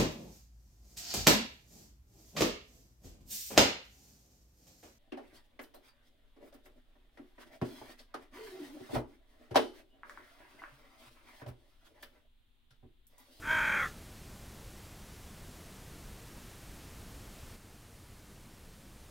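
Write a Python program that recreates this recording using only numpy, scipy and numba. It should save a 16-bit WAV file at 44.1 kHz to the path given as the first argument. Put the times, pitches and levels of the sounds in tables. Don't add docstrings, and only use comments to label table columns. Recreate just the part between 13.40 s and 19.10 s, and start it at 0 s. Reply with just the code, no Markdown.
import sys
import numpy as np
from scipy import signal
from scipy.fft import rfft, irfft, next_fast_len
from scipy.io import wavfile
from scipy.ndimage import uniform_filter1d, map_coordinates
from numba import njit

SR = 44100
rng = np.random.default_rng(int(sys.argv[2]) if len(sys.argv) > 2 else 0)


def transcribe(u):
    v = np.clip(np.atleast_2d(u).T, -1, 1)
    q = np.round(v * 32767).astype(np.int16)
    wavfile.write(sys.argv[1], SR, q)


N = 251370

START_S, FULL_S, RELEASE_S, END_S = 0.0286, 0.11, 0.443, 0.491
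# time_s, pitch_hz
PITCH_CONTOUR = [(.02, 291), (.11, 316), (.16, 314), (.25, 302.8), (.32, 296.8), (.38, 285.8), (.43, 263.2),
                 (.5, 227.5)]


def amp(db):
    return 10 ** (np.asarray(db) / 20)

def unit(x):
    return x / np.sqrt(np.mean(x ** 2) + 1e-20)

def along(points, hz):
    knots_hz, values = np.transpose(points)
    return np.interp(np.log(hz + 1), np.log(knots_hz + 1), values)

def ramp(start_s, end_s):
    return np.clip((np.arange(N) / SR - start_s) / (end_s - start_s), 0, 1)

def drift(first, last):
    return first + (last - first) * ramp(START_S, END_S)

def curve(points):
    return np.interp(np.arange(N) / SR, *np.transpose(points))

def wobble(rate_hz):
    knots = rng.standard_normal(int(N * rate_hz / SR) + 4)
    return map_coordinates(knots, [np.arange(N) * rate_hz / SR])

def filtered(x, response):
    size = next_fast_len(N + SR // 2)
    return irfft(rfft(x, size) * response(np.fft.rfftfreq(size, 1 / SR)), size)[..., :N]

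def noise(spectrum):
    return unit(filtered(rng.standard_normal(N), lambda hz: amp(along(spectrum, hz))))

def levelled(x, window=2200):
    return x / np.sqrt(np.abs(uniform_filter1d(x ** 2, window)) + 1e-12)

def catching():
    return (1 - ramp(START_S, FULL_S)) ** 2

def roughness(least=0.083, per_octave=1.64, at_onset=0.89):
    pitch_hz = curve(PITCH_CONTOUR)
    octaves_down = np.log2(pitch_hz.max() / pitch_hz)
    return np.clip(least + per_octave * octaves_down + at_onset * catching(), 0, 1)

def effort(late_s=0, catch_db=16, sag_db_per_s=10.5, release_db=21, edge_db_per_s=1300):
    t = np.arange(N) / SR
    swell = catch_db * (1 - ramp(START_S, FULL_S))
    sag = sag_db_per_s * np.maximum(t - FULL_S, 0)
    release = release_db * ramp(RELEASE_S + late_s, END_S + late_s) ** 1.56
    outside_s = np.abs(t - np.clip(t, START_S, END_S + late_s))
    return -(swell + sag + release + edge_db_per_s * outside_s)

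def syrinx(jitter=0.0071, skew=0.39, throb_db=1.35, smear=0.94):
    flutter_hz = drift(57.02, 33.04) * (1 + 0.018 * wobble(29.9))
    depth = drift(0.033, 0.095)
    beat = -1.13 + 2 * np.pi * np.cumsum(flutter_hz) / SR
    flutter = np.sin(beat) - skew * np.sin(2 * beat)
    pitch_hz = curve(PITCH_CONTOUR) * (1 + depth * flutter + jitter * wobble(350))
    phase = 2 * np.pi * np.cumsum(pitch_hz) / SR
    pulses = unit(sum(np.cos(k * phase - smear * k * k) for k in range(1, 18)))
    air = unit(noise([(300, -7), (5000, -9), (7000, -43)]) * (1 + .5 * np.cos(phase)))
    share = roughness()
    throb = amp(throb_db * np.cos(beat - .5))
    return throb * (np.sqrt(1 - share) * pulses + np.sqrt(share) * air), phase, throb

@njit
def resonate(x, angle, radius):
    y = np.zeros(len(x))
    for i in range(2, len(x)):
        y[i] = x[i] - x[i - 2] + 2 * radius[i] * np.cos(angle[i]) * y[i - 1] - radius[i] ** 2 * y[i - 2]
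    return y

def formant(x, hz, width_hz):
    angle = 2 * np.pi * hz / SR * np.ones(N)
    radius = np.exp(-np.pi * width_hz / SR) * np.ones(N)
    return levelled(resonate(resonate(x, angle, radius), angle, radius))

def throat(buzz, throb, close_s=0.437, close_takes_s=0.024):
    # open_hz, narrowed_hz, start_gain_db, end_gain_db
    resonances = [(1495, 1240, 0.5, -1), (2325, 1520, -12, -1.5), (3170, 3580, -14, -17.5)]
    narrowed = .5 + .5 * np.tanh((np.arange(N) / SR - close_s) / (2 * close_takes_s))
    main_hz, second_hz, third_hz = [wide + (narrow - wide) * narrowed for wide, narrow, *_ in resonances]
    main_db, second_db, third_db = [drift(first, last) for *_, first, last in resonances]
    main = amp(main_db) * formant(buzz, main_hz, width_hz=drift(160, 430) + 404 * catching())
    second = amp(second_db) * formant(buzz, second_hz, width_hz=296)
    chopped = levelled(throb ** 3 * formant(buzz, third_hz, width_hz=240))
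    third = amp(third_db + .4 * effort()) * chopped
    lower = amp(main_db - 15.5) * formant(buzz, hz=1068, width_hz=110)
    upper = amp(second_db - 7) * formant(buzz, (main_hz + second_hz) / 2, width_hz=920)
    return main + second + third - lower - upper

def valleys(x, low_hz=960, notch_hz=2920, width_hz=140, depth_db=10):
    high_pass = lambda hz: 1 - 1 / (1 + (hz / low_hz) ** 10)
    notch = lambda hz: amp(-depth_db * np.exp(-((hz - notch_hz) / width_hz) ** 2))
    return filtered(x, lambda hz: high_pass(hz) * notch(hz))

def low_partials(phase):
    # harmonic_number, start_gain_db, end_gain_db
    harmonics = [(2, -19, -18), (3, -8.5, -18)]
    tones = sum(amp(drift(first, last)) * np.sin(round(k) * phase) for k, first, last in harmonics)
    return np.sqrt(2 * (1 - roughness())) * tones

def recording_noise(throb, level_db=-47.5, follows=0.71, hangs_s=0.033):
    # frequency_hz, relative_density_db
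    spectrum = [(30, -8), (190, 12), (450, 4.5), (1000, -6.5), (2900, -4.5), (4050, -6.5), (4700, -9),
                (5700, -7.5), (6500, -3.5), (7600, -11), (11000, -12.5), (15500, -16)]
    return amp(level_db + follows * effort(hangs_s)) * throb * noise(spectrum)

def caw(gain_db=-30):
    buzz, phase, throb = syrinx()
    envelope = amp(gain_db + effort())
    voice = valleys(envelope * throat(buzz, throb)) + envelope * throb * low_partials(phase)
    return voice + recording_noise(throb)

def reflections(x):
    # delay_s, gain_db
    echoes = [(.0021, -38), (.0058, -22), (0.014, -10)]
    return filtered(x, lambda hz: sum(amp(db) * np.exp(-2j * np.pi * hz * s) for s, db in echoes))

def scatter(x):
    # frequency_hz, t60_s
    decay_times = [(300, 0.27), (1500, 0.33), (8000, 0.025)]
    hz, t, bands = signal.stft(rng.standard_normal(SR // 2), SR, nperseg=256)
    decay = amp(-60 * t / along(decay_times, hz)[:, None])
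    tail = signal.istft(bands * decay, SR, nperseg=256)[1]
    return signal.fftconvolve(x, tail / np.linalg.norm(tail))[:N]

def step(at_s=4.155, takes_s=0.011):
    return ramp(at_s, at_s + takes_s)

def rumble(level_db=-50.5, drop_db=4.5):
    # frequency_hz, relative_density_db
    spectrum = [(8, -27), (15, -1), (32, 1), (80, -1.5), (130, -5), (200, -8), (300, -11.5), (500, -16.5),
                (900, -23), (2000, -36), (6000, -68)]
    return amp(level_db - drop_db * step() + 0.5 * wobble(7)) * noise(spectrum)

def hiss_gain(level_db=-56.5, swell_db=0.46, drop_db=4.5):
    return amp(level_db + swell_db * ramp(1.6, 2.8) - drop_db * step())

def hiss():
    # frequency_hz, relative_density_db
    spectrum = [(150, -11), (600, -1.5), (1100, -0.5), (2000, -2), (4000, -4.5), (8000, -6.5), (14000, -10),
                (15700, -13.5)]
    return hiss_gain() * noise(spectrum)

def sines(lines):
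    t = np.arange(N) / SR
    return sum(amp(db) * np.sqrt(2) * np.sin(2 * np.pi * (hz * t + rng.random())) for hz, db in lines)

def camera_tones(fade_db=6):
    # frequency_hz, level_db
    hum = [(100, -70.5), (201, -71)]
    # frequency_hz, level_db
    whine = [(9485, -82), (9555, -81)]
    faded = ramp(.5, .7) - step()
    return sines(hum) + amp(-fade_db * faded) * sines(whine)

def stereo_fizz():
    return amp(-31.5) * hiss_gain() * noise([(2000, -30), (4500, -6.5), (12000, -4), (14000, 3)])

def scene():
    bird = caw()
    mid = bird + reflections(bird) + amp(-23) * scatter(bird) + rumble() + hiss() + camera_tones()
    fizz = stereo_fizz()
    return np.array([mid + fizz, mid - fizz])

def record(dry, top_hz=15820):
    return filtered(dry, lambda hz: hz < top_hz)


dry = scene()
out = record(dry)
transcribe(out)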